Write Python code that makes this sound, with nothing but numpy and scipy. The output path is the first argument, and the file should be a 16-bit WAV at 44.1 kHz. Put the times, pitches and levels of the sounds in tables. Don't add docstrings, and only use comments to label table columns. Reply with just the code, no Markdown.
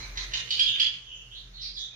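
import sys
import numpy as np
from scipy import signal
from scipy.fft import rfft, irfft, next_fast_len
from scipy.io import wavfile
from scipy.ndimage import uniform_filter1d

SR = 44100
rng = np.random.default_rng(int(sys.argv[2]) if len(sys.argv) > 2 else 0)


def unload_wav(signal):
    wavfile.write(
        sys.argv[1],
        SR,
        np.round(np.clip(np.atleast_2d(signal).T, -1, 1) * 32767).astype(np.int16),
    )


def natural_amplitude(level_db):
    exponent = np.asarray(level_db, float) / 20
    return 10 ** exponent


N = 85995

# freq_hz, density_db_per_hz
AIR_SPECTRUM = [(18, -34.5), (30, 0.5), (71, -14.5), (189, -27.5), (364, -25), (843, -29.5), (1670, -26),
                (3940, -29.5), (6800, -26), (8840, -71), (15000, -120)]
# time_s, gain_db
INPUT_GAIN = [(0, 15), (.1, 8.5), (.5, 7.5), (.8, 5.5), (1.0, 1), (1.95, 0.5)]
# time_s, level_db
FAN_THROB = [(0.0, -49.5), (0.102, -36), (0.314, -36.5), (0.504, -64), (0.65, -43.5), (0.82, -68),
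             (0.906, -54), (0.982, -58.5), (1.276, -49), (1.568, -43.5), (1.792, -46.5), (1.95, -63)]
# time_s, level_db
HISS_LEVEL = [(0, -64), (.65, -63), (.85, -76), (1.0, -76), (1.4, -74.5), (1.95, -87)]
# freq_hz, gain_db
MIC_RESPONSE = [(6700, -1.5), (7150, -10), (15000, -32)]
# freq_hz, t60_s
REVERB_TIME = [(1000, 0.49), (3000, 0.49), (6000, 0.31), (12000, 0.57)]
# delay_s, level_db
WALL_ECHOES = [(.012, -5), (0.028, -17), (.037, -21), (0.064, -7)]
# start_s, length_s, start_hz, end_hz, level_db
FAR_WHISTLES = [(0.915, 0.028, 3300, 3216, -56), (1.062, 0.02, 3470, 3230, -40.5),
                (1.085, 0.0585, 2796, 3075, -43.5), (1.12, 0.0324, 2995, 3183, -41),
                (1.14, 0.034, 5980, 6740, -52.5), (1.17, 0.023, 3025, 3326, -48.5),
                (1.2, 0.019, 2958, 2893, -44), (1.3, 0.0555, 3100, 3436, -43),
                (1.335, 0.062, 3120, 4370, -41.5), (1.525, 0.067, 4360, 3627, -45),
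                (1.575, 0.071, 3227, 4315, -39.5), (1.605, .075, 5410, 3810, -33.5),
                (1.615, .07, 2908, 1970, -54), (1.73, 0.054, 4926, 4350, -41),
                (1.76, 0.043, 4043, 3486, -31.5), (1.785, 0.02, 5940, 6550, -41),
                (1.81, 0.025, 3902, 3330, -33.5), (1.875, 0.029, 3630, 3520, -50),
                (1.9, 0.044, 2460, 2420, -58.5)]
# start_s, length_s, start_hz, end_hz, level_db
NEAR_SLUR = [
    (0.675, 0.0261, 3523, 2855, -20),
]
# start_s, top_pitch_hz, level_db, half_pitch_lines_db, brightness_db_per_octave
LOW_CHIRPS = [
    (0.0, 2084, -33, -38, 3.5),
    (0.026, 2257, -32, -29, -4.5),
    (0.171, 2023, -20, -16.5, 0.5),
    (0.334, 1964, -22.5, 2.5, 0.2),
]
HIGH_CHIRPS = [
    (0.504, 1584, -21, -4, 12),
    (0.592, 1661, -14.5, -8, 3.3),
    (0.755, 1673, -26.5, -8.5, -15.5),
    (0.796, 1666, -14, -14, 1.7),
]
# freq_hz, gain_db
LOW_THROAT_COLOUR = [(900, -64.5), (2000, -13), (3000, -7), (4000, -6), (5000, -18.5), (5900, -14),
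                     (6800, -21), (15000, -31.5)]
HIGH_THROAT_COLOUR = [(800, -83.5), (1600, -34.5), (2400, -8), (3200, 0), (4900, -11), (5800, -26.5),
                      (8200, -26.5), (15000, -34)]
# freq_hz, gain_db
COPY_RESPONSE = [(100, -3.5), (1000, -2.5), (1600, -5.5),
                 (2500, -15), (5000, -19)]

AIR_DB = -59.5
HUM_HZ, HUM_WIDTH_HZ, HUM_DB, HUM_UPPER_DB = 118.6, 22, -66.5, -6.5
THROB_HZ, THROB_TRIM_DB = 43, -4.5
NEAR_WET_DB, NEAR_PAN_DB = 2.5, -3.5
FAR_WET_DB, FAR_PAN_DB = 4, -4
BUILD_S = 0.014
LEFT_LAG_SAMPLES = 17
BUZZ_HZ, BUZZ_DEPTH = 139.9, 0.26
WOBBLE, WOBBLE_PER_GLIDE = 0.036, 0.15
UNDERTONE_DB, OCTAVE_DB = -30, -22
RISE, FALL, TOP_AT = 0.2255, 0.14, 0.568
ATTACK_S, RELEASE_S, CHIRP_S = 0.003, 0.0051, 0.01678
CLIFF_HZ, HOLE_DB, HOLE_THRESHOLD = 7150, -30, -0.35
PATCH_FRAMES, PATCH_BINS = 3, 14
COPY_LEAD_S = 0.0174


def curve(table, hz):
    a = np.array(table, float)
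    return np.interp(np.log(np.maximum(hz, 1)), np.log(a[:, 0]), a[:, 1])


def over_time(table):
    return np.interp(np.arange(N) / SR, *np.array(table, float).T)


def colour(x, gain):
    n = next_fast_len(x.shape[-1] + 4096)
    hz = np.arange(n // 2 + 1) * SR / n
    return irfft(rfft(x, n) * gain(hz), n)[..., :x.shape[-1]]


def octave_band(x, centre_hz):
    return colour(x, lambda f: np.clip(1 - abs(np.log2(np.maximum(f, 1) / centre_hz)), 0, 1))


def unit(x):
    return x / np.sqrt(np.mean(x ** 2))


def walk(rate_hz, size=N):
    k = max(int(SR / rate_hz), 2)
    smooth = uniform_filter1d(uniform_filter1d(rng.standard_normal(N), k), k)
    return unit(smooth)[:size]


def add(track, start_s, x):
    i = int(max(start_s, 0) * SR)
    track[i:i + len(x)] += x[:N - i]


def shape(t, length_s, attack_s, release_s):
    ramp = np.minimum(t / attack_s, (length_s - t) / release_s)
    return np.sin(np.pi / 2 * np.clip(ramp, 0, 1)) ** 2


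def room_tone():
    mid, side = rng.standard_normal((2, N))
    side = colour(side, lambda f: np.clip((f / 1700) ** 0.53, 0, 1.2))
    pair = mid + side * np.array([[1], [-1]])
    pair = colour(pair, lambda f: natural_amplitude(curve(AIR_SPECTRUM, f) + 2 * curve(MIC_RESPONSE, f))
                  / np.hypot(1, np.clip(f / 1000, 0, 1)))
    out = 0
    for hz in 62.5 * 2 ** np.arange(9):
        flicker_db = walk(2.7) + walk(6)
        out = out + octave_band(pair, hz) * natural_amplitude(flicker_db)
    return unit(out) * natural_amplitude(AIR_DB)


def fan_hum():
    def peak(f, hz):
        return 1 / (1 + ((f - hz) / HUM_WIDTH_HZ * 2) ** 4)

    noise = rng.standard_normal(N)
    hum = colour(noise, lambda f: peak(f, HUM_HZ) + natural_amplitude(HUM_UPPER_DB) * peak(f, 1.48 * HUM_HZ))
    return unit(hum) * natural_amplitude(HUM_DB)


def fan_throb():
    f = THROB_HZ * (1 + 0.0077 * walk(4.8))
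    return np.sin(2 * np.pi * np.cumsum(f) / SR) * natural_amplitude(over_time(FAN_THROB) + THROB_TRIM_DB)


def hiss():
    noise = rng.standard_normal((2, N))
    noise = unit(colour(noise, lambda f: (f > 7300) * (8000 / (f + 1)) ** 0.48))
    return noise * natural_amplitude(over_time(HISS_LEVEL) + 1.3 * walk(7.6))


def air():
    return (room_tone() + fan_hum()) * natural_amplitude(over_time(INPUT_GAIN)) + hiss() + fan_throb()


def room(x, wet_db, pan_db, decay=1.0):
    t = np.arange(SR) / SR
    echoes = rng.standard_normal((2, SR)) * natural_amplitude(7 * rng.standard_normal((2, SR)))
    tail = 0
    for hz in 320.0 * 2 ** np.arange(6):
        tail = tail + octave_band(echoes, hz) * natural_amplitude(-60 * t / (decay * curve(REVERB_TIME, hz)))
    tail = tail * (1 - np.exp(-t / BUILD_S))
    tail = tail / np.sqrt(np.sum(tail ** 2) / 2) * natural_amplitude(wet_db)
    tail[0, LEFT_LAG_SAMPLES] += 1
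    tail[1, 0] += 1
    for delay_s, db in WALL_ECHOES:
        tail[[0, 1], int(delay_s * SR) + rng.integers(0, 60, size=2)] += natural_amplitude(db)
    wet = signal.fftconvolve(x[None], tail, axes=1)[:, :N]
    return wet * natural_amplitude(np.array([[pan_db], [-pan_db]]) / 2 - wet_db / 2)


def whistles(notes, swell=0.35):
    out = np.zeros(N)
    for start_s, length_s, start_hz, end_hz, db in notes:
        t = np.arange(int(length_s * SR)) / SR
        shake = WOBBLE + WOBBLE_PER_GLIDE * abs(np.log(end_hz / start_hz))
        glide = start_hz + (end_hz - start_hz) * t / length_s
        f = glide * (1 + shake * walk(546, size=len(t)))
        phase = np.cumsum(f) * 2 * np.pi / SR
        tone = np.sin(phase)
        tone = tone + natural_amplitude(UNDERTONE_DB) * np.sin(phase / 2)
        tone = tone + natural_amplitude(OCTAVE_DB) * np.sin(2 * phase)
        tone = tone * (1 + BUZZ_DEPTH * np.sin(2 * np.pi * BUZZ_HZ * t))
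        add(out, start_s, natural_amplitude(db) * tone * shape(t, length_s, swell * length_s, 0.41 * length_s))
    return out


def near_bird(calls, throat, jitter, rasp, bend):
    out = np.zeros(N)
    t = np.arange(int(CHIRP_S * SR)) / SR
    u = t / CHIRP_S - TOP_AT
    arch = 1 - np.where(u < 0, RISE * (u / TOP_AT) ** 2, FALL * (u / (1 - TOP_AT)) ** 2)
    for start_s, top_hz, db, half_db, tilt_db in calls:
        shake = walk(600, size=len(t))
        f = top_hz * arch ** bend * (1 + jitter * (shake - shake.mean()))
        half_phase = np.cumsum(f) * np.pi / SR
        tone = 0
        for k in range(1, 19):
            line_hz = k * f / 2
            line_db = curve(throat, line_hz) + half_db * (k % 2)
            line_db = line_db + tilt_db * np.log2(np.minimum(line_hz / 3200, 1.4))
            tone = tone + natural_amplitude(line_db) * np.sin(k * half_phase + k * k) * (line_hz < 15500)
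        tone = tone * (1 + rasp * walk(2500, size=len(t)))
        add(out, start_s, natural_amplitude(db) * tone * shape(t, CHIRP_S, ATTACK_S, RELEASE_S))
    return out


def scene():
    far = whistles(FAR_WHISTLES)
    slur = whistles(NEAR_SLUR, swell=0.045)
    low = near_bird(LOW_CHIRPS, LOW_THROAT_COLOUR, jitter=0.036, rasp=0.54, bend=0.515)
    high = near_bird(HIGH_CHIRPS, HIGH_THROAT_COLOUR, jitter=0.022, rasp=0.2, bend=1.083)
    birds = room(far, FAR_WET_DB, FAR_PAN_DB, decay=0.83)
    for near in (slur, low, high):
        birds = birds + room(near, NEAR_WET_DB, NEAR_PAN_DB)
    return colour(birds, lambda f: natural_amplitude(curve(MIC_RESPONSE, f))) + air()


def early_copy(x):
    lead = int(COPY_LEAD_S * SR)
    early = np.concatenate([x[:, lead:], x[:, -lead:]], axis=1)
    response = COPY_RESPONSE + [(15000, -6.5)]
    return colour(early, lambda f: natural_amplitude(curve(response, f)))


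def patchy_treble(x):
    f, _, z = signal.stft(x, SR, nperseg=2048)
    field = rng.standard_normal(z.shape[1:])
    field = uniform_filter1d(field, PATCH_FRAMES, axis=1)
    field = unit(uniform_filter1d(field, PATCH_BINS, axis=0))
    lines = unit(uniform_filter1d(rng.standard_normal(z.shape), PATCH_FRAMES, axis=2))
    gain = natural_amplitude(HOLE_DB * (field < HOLE_THRESHOLD) + 6 * lines - 3)
    z = z * np.where(f[:, None] > CLIFF_HZ, gain, 1)
    return signal.istft(z, SR, nperseg=2048)[1][:, :N]


def band_limit(x):
    return signal.sosfilt(signal.butter(12, 15540, fs=SR, output="sos"), x)


def record(dry):
    mix = patchy_treble(dry + early_copy(dry))
    return band_limit(mix)


dry = scene()
out = record(dry)
unload_wav(out)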